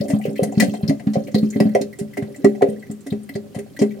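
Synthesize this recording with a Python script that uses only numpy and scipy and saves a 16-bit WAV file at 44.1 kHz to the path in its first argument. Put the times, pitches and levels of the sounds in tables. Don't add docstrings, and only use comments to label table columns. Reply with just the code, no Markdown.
import sys
import numpy as np
from scipy import signal
from scipy.fft import rfft, irfft
from scipy.io import wavfile

SR = 44100
rng = np.random.default_rng(int(sys.argv[2]) if len(sys.argv) > 2 else 0)


def wrap_up_sound(samples):
    columns = np.atleast_2d(samples).T
    tamed = np.clip(columns, -1, 1)
    steps = np.round(tamed * 32767).astype(np.int16)
    wavfile.write(sys.argv[1], SR, steps)


N = 176400

# frequency in Hz, relative level in dB.
RUSH_COLOUR = [(25, -33), (100, 9), (250, 10), (600, -14.5), (1200, -15), (4000, -20.5), (9000, -22),
               (16000, -26)]
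# (to drop 60 dB, "t60").
ROOM_FADE = [(100, 0.42), (260, 0.61), (700, 0.13), (1800, 0.17), (5000, 0.14), (14000, 0.19)]
# frequency in Hz, likeness from 0 to 1.
ECHO_LIKENESS = [(100, 1), (250, 0.7), (450, 0.17), (2000, 0), (10000, 0)]
# time in seconds, level in dB.
STIRRING = [(0, 3.5), (.4, -3.5), (.7, 4), (1.0, -11), (1.3, -2.5), (1.65, -3.5), (1.9, -19), (2.3, -8.5),
            (2.7, -7.5), (3.0, -22), (3.45, -15.5), (3.6, -15.5), (4, -7.5)]
# pitch in Hz, width in Hz, left and right boosts in dB.
STEEL_NOTES = [(1566, 38, 5, 6), (1750, 15, 7, -12.5), (1957.3, 55, 14.5, 9.5), (2070, 24, 8.5, 8),
               (2820, 19, 5.5, 4), (2640, 8.8, -1.5, -1.5), (2616, 12, 5, 8), (3147, 43, 9, 11.5),
               (4300, 54, 7, 14), (4930, 20, 4, -11.5), (5230, 90, 5.5, -3)]
# start in seconds, level in dB, pitch in Hz,
# fade time of the crackle in seconds, left minus right in dB.
SMALL_BUBBLES = [(0.0094, -31, 4410, 0.021, 16.5), (0.214, -39.5, 2320, 0.046, 13),
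                 (0.239, -35, 2780, 0.035, 1), (0.251, -32.5, 2455, 0.062, 4),
                 (0.3568, -33, 2110, 0.036, 6), (0.3782, -33.5, 2540, 0.043, 2.5),
                 (0.5215, -39.5, 7140, 0.069, 0.5), (0.6, -3.5, 2280, 0.012, 4.5),
                 (0.611, -10.5, 1800, 0.012, 5), (0.8775, -23.5, 5010, 0.039, 7.5),
                 (1.233, -56, 1900, 0.012, 4.0), (1.2706, -40, 2250, 0.055, 5),
                 (1.282, -36.5, 2030, 0.032, 4.0), (1.351, -24, 4050, 0.022, 16.5),
                 (1.3806, -29, 4360, 0.036, 9), (1.503, -27.5, 6830, 0.034, 0.0),
                 (1.5304, -36, 2060, 0.05, 1.5), (1.6013, -23, 2020, 0.032, -1),
                 (1.6906, -38, 2080, 0.025, 3), (1.928, -34.5, 2106, 0.024, -1),
                 (1.987, -35, 7730, 0.035, -6), (2.133, -38, 2060, 0.044, 4),
                 (2.1705, -32.5, 2090, 0.065, 3.5), (2.3437, -40.5, 2050, 0.035, 4),
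                 (2.3623, -30, 7210, 0.012, -1), (2.5493, -41.5, 2140, 0.039, 0.5),
                 (2.6963, -37, 8680, 0.027, -8), (2.7955, -49.5, 8150, 0.032, -5),
                 (2.825, -39.5, 1950, 0.027, 1.0), (2.8675, -40, 2080, 0.023, 1.0),
                 (2.913, -27, 7700, 0.019, -1), (3.0066, -40, 7540, 0.024, -8),
                 (3.1032, -35.5, 3890, 0.051, 6), (3.2326, -42, 8700, 0.035, -1.5),
                 (3.2909, -26, 2060, 0.018, 5.5), (3.3382, -40.5, 4000, 0.031, 7),
                 (3.7649, -29, 1850, 0.026, 0), (3.9075, -44.5, 2240, 0.067, 5)]
# start in seconds, level in dB, boosts in dB at 2, 4.5 and 10 kHz,
# fade time in seconds, left minus right in dB.
FILM_BURSTS = [(0.0822, -31.5, -15, -16.5, -1, 0.11, 1.0), (0.1002, -23.5, -14, -19, -12, 0.093, 2.5),
               (0.4319, -14, -18, -13.5, -3, 0.023, 2), (0.5786, -27, -10, -1.5, -12.5, 0.02, 2),
               (0.6, -6.5, -22.5, -8.5, -13, 0.033, 8.5), (0.6194, -13, -15.5, -14.5, -16.5, 0.11, 2.5),
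               (0.7372, -30.5, -8, -19.5, -13, 0.066, 3.5), (0.8924, -19, -12, -12, -10, 0.04, 3),
               (0.9966, -37.5, -5, -17, -13, 0.031, 8.5), (1.0695, -42.5, -4.5, -3, -8, 0.028, 0),
               (1.1343, -28, -15, -9, -14.5, 0.066, 1.5), (1.3443, -15, -9.5, -6, -15.5, 0.023, 1),
               (1.5599, -41, 1, -7, -22, 0.035, 6), (1.6013, -9.5, -6, -10.5, -12.5, 0.018, 1.5),
               (1.7494, -14.5, -8.5, -11.5, -8.5, 0.015, 0), (1.8123, -19.5, -19, -5, -8.5, 0.031, -0.5),
               (1.9879, -27, -17.5, -16.5, -7.5, 0.093, 1), (2.1705, -24.5, -4, -15, -11, 0.033, 3.5),
               (2.2238, -34, -7.5, -13.5, -10.5, 0.029, -1), (2.4448, -13.5, -5, -10.5, -7.5, 0.02, 1.5),
               (2.6199, -17, -5.5, -17.5, -13.5, 0.026, 2.0), (2.6858, -34.5, -15, -17, -9, 0.03, 15),
               (2.9003, -31.5, -14.5, -17.5, -18, 0.03, 3.5), (3.0644, -27, -12.5, -16, -7.5, 0.062, 0.0),
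               (3.1228, -31, -9.5, -13, -12, 0.027, 2.5), (3.2909, -28, -12, -26, -27, 0.028, -2),
               (3.3523, -28.5, -8.5, -9, -12, 0.04, 0.0), (3.5463, -31.5, -10.5, -16.5, -10.5, 0.11, 6.5),
               (3.5877, -31, -10.5, -14, -5.5, 0.039, 2), (3.7903, -33, -5.5, 0.5, -3, 0.083, 2.5),
               (3.8177, -14.5, -8.5, -16.5, -12, 0.047, 3)]
# frequency in Hz, level in dB.
FILM_COLOUR = [(60, -15), (250, 22), (700, 13.5), (1100, -17), (1700, -4), (2060, 1), (2900, -9),
               (4500, -4.5), (9000, -6.5), (16000, -27.5)]
# pitch in Hz, width in Hz, left and right boosts in dB.
PIPE_NOTES = [(212.98, 6.98, 14, 16.5), (277.2, 13, 15.5, 17), (340, 14.2, -11, 7.5), (400.1, 12, 17.5, 15),
              (532, 33.6, 3, 12), (579, 7.9, -0.5, 9), (652, 5.2, 1, 4), (769.6, 21.5, 4.5, 18),
              (155, 28, -2, 6), (110.2, 26, 7.5, 9.5)]
# frequency in Hz, level in dB.
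CHURN_COLOUR = [(60, -15), (130, 29), (270, 5.5), (400, -2), (560, 6.5), (760, -4), (950, -8), (1400, -9),
                (3000, -16), (16000, -56)]
# start in seconds, level in dB, pitch in Hz, fade time in seconds,
# pitch rise per second as a share of the pitch (negative falls), left minus right in dB.
BIG_BUBBLES = [(0.0029, -7, 172.7, 0.037, 5.5, 4), (0.0129, -23.5, 536, 0.1, 8, 14.5),
               (0.0902, -25.5, 281, 0.14, 1.5, 2), (0.1002, -30, 617, 0.093, 0.0, 27.5),
               (0.1321, -4.5, 183, 0.066, 3, 4), (0.2521, -13.5, 484.5, 0.049, -2.5, 1),
               (0.2771, -8.5, 180, 0.043, 4, 4), (0.3922, -7, 513, 0.038, -5, 5),
               (0.4206, -11, 153.3, 0.11, 12, 4.5), (0.431, -18.5, 710, 0.031, -6, 13),
               (0.4307, -14.5, 442, 0.033, 11, 6), (0.5243, -23.5, 730, 0.021, 7, 14),
               (0.571, -4.9, 187, 0.07, 3.5, 4.5), (0.574, -25.5, 398, 0.046, 0, -7),
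               (0.6081, -15, 215.6, 0.17, 0.5, 9), (0.6211, -22.5, 491, 0.13, 10.0, 8),
               (0.622, -18.5, 683, 0.041, 5, 12), (0.6227, -11.5, 196.5, 0.17, -0.5, 3.5),
               (0.6784, -19, 164.6, 0.13, 8.5, 3), (0.7372, -28.5, 724, 0.04, 0.5, 21),
               (0.8306, -7.5, 167.7, 0.055, 7.5, 4), (0.8836, -4.5, 129.4, 0.065, 15, 5),
               (0.8937, -10, 270.5, 0.049, -5.5, 1.5), (0.907, -19.5, 620.0, 0.054, -1.5, 13),
               (1.004, -35.5, 720, 0.033, -10, 14), (1.0683, 1.3, 195, 0.03, 2, 2.5),
               (1.1551, -10, 540, 0.033, 0.0, 5), (1.157, -20.5, 716, 0.052, -11, 11),
               (1.1647, -9.5, 176.6, 0.069, 3.5, 3.5), (1.2819, -24.5, 520, 0.03, 14, 6),
               (1.3429, -4.5, 190, 0.053, 3, 2.5), (1.345, -25, 560, 0.04, -1, 11),
               (1.3592, -16, 432.4, 0.068, 11.5, -3), (1.4268, -5.5, 197, 0.047, -4, 3.5),
               (1.5573, -1.5, 192, 0.023, 18, 4.5), (1.559, -25, 423, 0.047, 3, -13),
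               (1.6022, -4, 201.7, 0.08, -5, 5.5), (1.602, -20, 384, 0.065, 0.5, -10),
               (1.6524, -9.5, 195.6, 0.11, -1, 4.5), (1.7493, -8.5, 469.4, 0.054, 10.5, -4),
               (1.7549, -2.5, 605, 0.02, 19, 9.5), (1.8074, -0.5, 210, 0.017, -4, 3.5),
               (1.812, -24, 397, 0.049, 4.5, -4), (1.9885, -32, 396, 0.11, 0.0, -6),
               (2.0092, -10, 174.2, 0.042, 6, 4.5), (2.172, -30, 645, 0.04, -10, -2),
               (2.174, -26, 396.0, 0.07, 0.5, -5.7), (2.1812, -20.5, 255, 0.051, -1, 2),
               (2.2215, -9, 162.0, 0.031, 7.5, 4.5), (2.3793, -40.5, 244, 0.42, 13.5, 1),
               (2.4412, -1.1, 222.4, 0.034, -2, 5), (2.445, -16.5, 630, 0.037, -4, 4),
               (2.4472, -8.5, 398.3, 0.076, -2, -6.5), (2.61, -19.5, 770, 0.067, -2, 9),
               (2.62, -10, 465, 0.068, 0.0, 0), (2.622, -10, 698, 0.053, -5.5, 5.5),
               (2.624, 7.2, 413, 0.012, 5, 0.5), (2.656, -23, 500, 0.071, -11, 1),
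               (2.6835, -10, 196, 0.035, -2, 4.5), (2.697, -27, 493, 0.066, 1.5, 1),
               (2.8956, -15.5, 202.4, 0.035, -1.5, 4.5), (2.908, -36.5, 427, 0.054, -3.5, -4),
               (3.0608, -32.5, 281, 0.086, -1.5, 0), (3.1191, -6.5, 184, 0.033, 4, 5),
               (3.1257, -21, 409, 0.037, 3, -3.5), (3.2927, -27, 270, 0.032, 4, 1),
               (3.3519, -15, 192, 0.042, -2.5, 5.5), (3.3569, -26.5, 400, 0.067, -2.5, -5),
               (3.358, -24.5, 603, 0.028, 12, 4), (3.5608, -6, 175, 0.023, 1, 5),
               (3.5791, -31.5, 392, 0.092, 2, -3.4), (3.7901, -28, 281, 0.18, 7, 5),
               (3.8131, 2.5, 197, 0.029, 5, 5), (3.8177, -10.5, 404.5, 0.051, 2.5, -2),
               (3.818, -30.5, 573, 0.033, -4, -11)]

FIZZ_DB, PING_DB, CRACKLE_DB, SLOSH_DB = -50.5, -3, -8.5, -32
CRACK_DB, SNAP_DB, FOAM_DB = 7, 3, -14


def amp(db):
    return 10 ** (np.asarray(db) / 20)


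def read(points, hz):
    f, value = np.transpose(points)
    return np.interp(np.log(hz + 1), np.log(f), value)


def add(mix, start, sound, pan_db):
    part = mix[:, max(round(start * SR), 0):][:, :len(sound)]
    part += amp([[pan_db / 2], [-pan_db / 2]]) * sound[:part.shape[1]]


def cut_lows(x, hz, order=2):
    return signal.sosfilt(signal.butter(order, hz, "high", fs=SR, output="sos"), x)


def room_tone(level_db=-45.5, likeness=0.2):
    colour = amp(read(RUSH_COLOUR, np.fft.rfftfreq(N, 1 / SR)))
    left, other = irfft(rfft(rng.standard_normal((2, N))) * colour, N)
    right = likeness * left + np.sqrt(1 - likeness ** 2) * other
    return amp(level_db) * np.array([left, right]) / left.std()


def echoes(x, fade_times):
    hz, t, noise = signal.stft(rng.standard_normal((2, SR // 2)), SR, nperseg=256)
    t60 = read(fade_times, hz)[:, None]
    same = read(ECHO_LIKENESS, hz)[:, None]
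    noise[1] = same * noise[0] + np.sqrt(1 - same ** 2) * noise[1]
    tail = signal.istft(noise * amp(-60 * t / t60) / np.sqrt(t60), SR, nperseg=256)[1]
    tail = np.pad(tail, ((0, 0), (SR // 600, 0)))
    tail /= np.linalg.norm(tail, axis=1, keepdims=True)
    return signal.fftconvolve(x, tail, axes=1)[:, :N]


def resonances(x, notes):
    s, gain = 2j * np.pi * np.fft.rfftfreq(2 * N, 1 / SR), 1
    for hz, width, left_db, right_db in notes:
        damping = 2 * np.pi * width
        band = damping * s / (s * s + damping * s + (2 * np.pi * hz) ** 2)
        gain = gain * (1 + (amp([[left_db], [right_db]]) - 1) * band)
    return irfft(rfft(x, 2 * N) * gain)[:, :N]


def stirred(per_s, spread_db):
    when, weakness, size, side = rng.random((round(per_s * N / SR), 4)).T
    start = when * N / SR
    db = np.interp(start, *np.transpose(STIRRING)) - spread_db * np.log(weakness + 0.02)
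    return zip(start, db, size, 8 * (side - .5))


def spray(colour, rise_s, t60, grain_db, lump_hz=502, lump_db=3.5):
    length = 1024 * int(np.clip(np.ceil(t60 * SR / 1024), 2, 8))
    t, hz = np.arange(length) / SR, np.fft.rfftfreq(length, 1 / SR)
    lumps = np.interp(hz / lump_hz, np.arange(200), rng.uniform(-1, 1, 200))
    droplets = np.interp(t, np.arange(128) * 64 / SR, rng.uniform(-1, 1, 128))
    noise = rng.standard_normal(8192)[:length]
    puff = irfft(rfft(noise) * colour(hz) * amp(lump_db * lumps)) * amp(grain_db * droplets)
    envelope = (1 - np.exp(-t / rise_s)) * amp(-60 * t / t60)
    shaped = puff * envelope
    return shaped * puff.std() * np.linalg.norm(envelope) / np.linalg.norm(shaped)


def crackle(centre_hz, t60, width_octaves=0.29):
    def colour(hz):
        peak = np.exp(-(np.log2((hz + 1) / centre_hz) / width_octaves) ** 2)
        gain = peak + amp(-16) * hz / (hz + 1000)
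        return gain / np.sqrt(np.mean(gain ** 2))
    return spray(colour, rise_s=0.00094, t60=t60, grain_db=7.5)


def bubble(hz, t60, rise, swell_cycles):
    t = np.arange(SR // 5) / SR
    tone = np.sin(2 * np.pi * hz * (t + rise * t * t / 2))
    swell = 1 - np.exp(-(t * hz / swell_cycles) ** 2)
    return tone * swell * amp(-60 * t / t60)


def snap(colour):
    click = irfft(colour(np.fft.rfftfreq(256, 1 / SR)))
    return np.roll(click, 32)[:64] * np.hanning(64)


def bursts(snap_delay_s=.0025):
    out = np.zeros((2, N))
    for start, db, low_db, mid_db, high_db, t60, pan_db in FILM_BURSTS:
        boosts = [(2000, low_db), (4500, mid_db), (10000, high_db)]
        colour = lambda hz: amp(read(FILM_COLOUR, hz) + read(boosts, hz))
        crack = spray(colour, rise_s=0.00072, t60=t60, grain_db=6)
        foam = spray(colour, rise_s=0.017, t60=0.13, grain_db=5.5)
        add(out, start, amp(db + CRACK_DB) * crack, pan_db)
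        add(out, start + snap_delay_s, amp(db + SNAP_DB) * snap(colour), pan_db)
        add(out, start, amp(db + FOAM_DB) * foam, pan_db)
    return out


def pops(basin_t60=0.055, low_cut_hz=415):
    out = bursts()
    for start, db, hz, t60, pan_db in SMALL_BUBBLES:
        ping = bubble(hz, 0.43 * t60, rise=3.7, swell_cycles=1.3)
        add(out, start, amp(db + PING_DB) * ping, pan_db)
        add(out, start, amp(db + CRACKLE_DB) * crackle(hz, t60), pan_db)
    for start, db, size, pan_db in stirred(per_s=190, spread_db=2.5):
        fizz = crackle(13000 * 2 ** (-3.2 * size), t60=0.015)
        add(out, start, amp(db + FIZZ_DB) * fizz, pan_db)
    basin_echo = amp(3) * echoes(out, [(1000, basin_t60)])
    ringing = cut_lows(resonances(out + basin_echo, STEEL_NOTES), low_cut_hz)
    return ringing + amp(-9.5) * echoes(ringing, ROOM_FADE)


def slosh(top_hz=731, bottom_hz=202):
    out = np.zeros((2, N))
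    for start, db, size, pan_db in stirred(per_s=70, spread_db=2):
        hz = top_hz * (bottom_hz / top_hz) ** size
        tone = bubble(hz, t60=0.032, rise=2.1, swell_cycles=0.53)
        add(out, start, amp(db + SLOSH_DB) * tone, pan_db)
    return out


def gulp(hz, t60, rise, churn_db=-2.5):
    tone = bubble(hz, t60, rise, swell_cycles=0.93)
    colour = lambda f: amp(read(CHURN_COLOUR, f)) * np.minimum(f / hz, 1) ** 2
    churn = spray(colour, rise_s=0.0038, t60=.05, grain_db=2)
    return tone[:len(churn)] + amp(churn_db) * abs(tone).max() * churn


def glugs(right_lag_s=.0003):
    out = slosh()
    for start, db, hz, t60, rise, pan_db in BIG_BUBBLES:
        add(out, start, amp(db) * gulp(hz, t60, rise), pan_db)
    t = np.arange(N) / SR
    out[1] = np.interp(t - right_lag_s, t, out[1])
    boom = cut_lows(resonances(out, PIPE_NOTES), hz=37)
    upper = cut_lows(boom, hz=400, order=3)
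    return boom + echoes(amp(-8) * boom + amp(-5) * upper, ROOM_FADE)


def scene():
    return glugs() + pops() + room_tone()


def record(dry, ceiling=.92, top_hz=16300):
    rounded = dry / (1 + (dry / ceiling) ** 8) ** (1 / 8)
    treble_cut = signal.firwin(401, top_hz, window=("kaiser", 9), fs=SR)
    return signal.oaconvolve(cut_lows(rounded, hz=18, order=1), treble_cut[None], "same")


dry = scene()
out = record(dry)
wrap_up_sound(out)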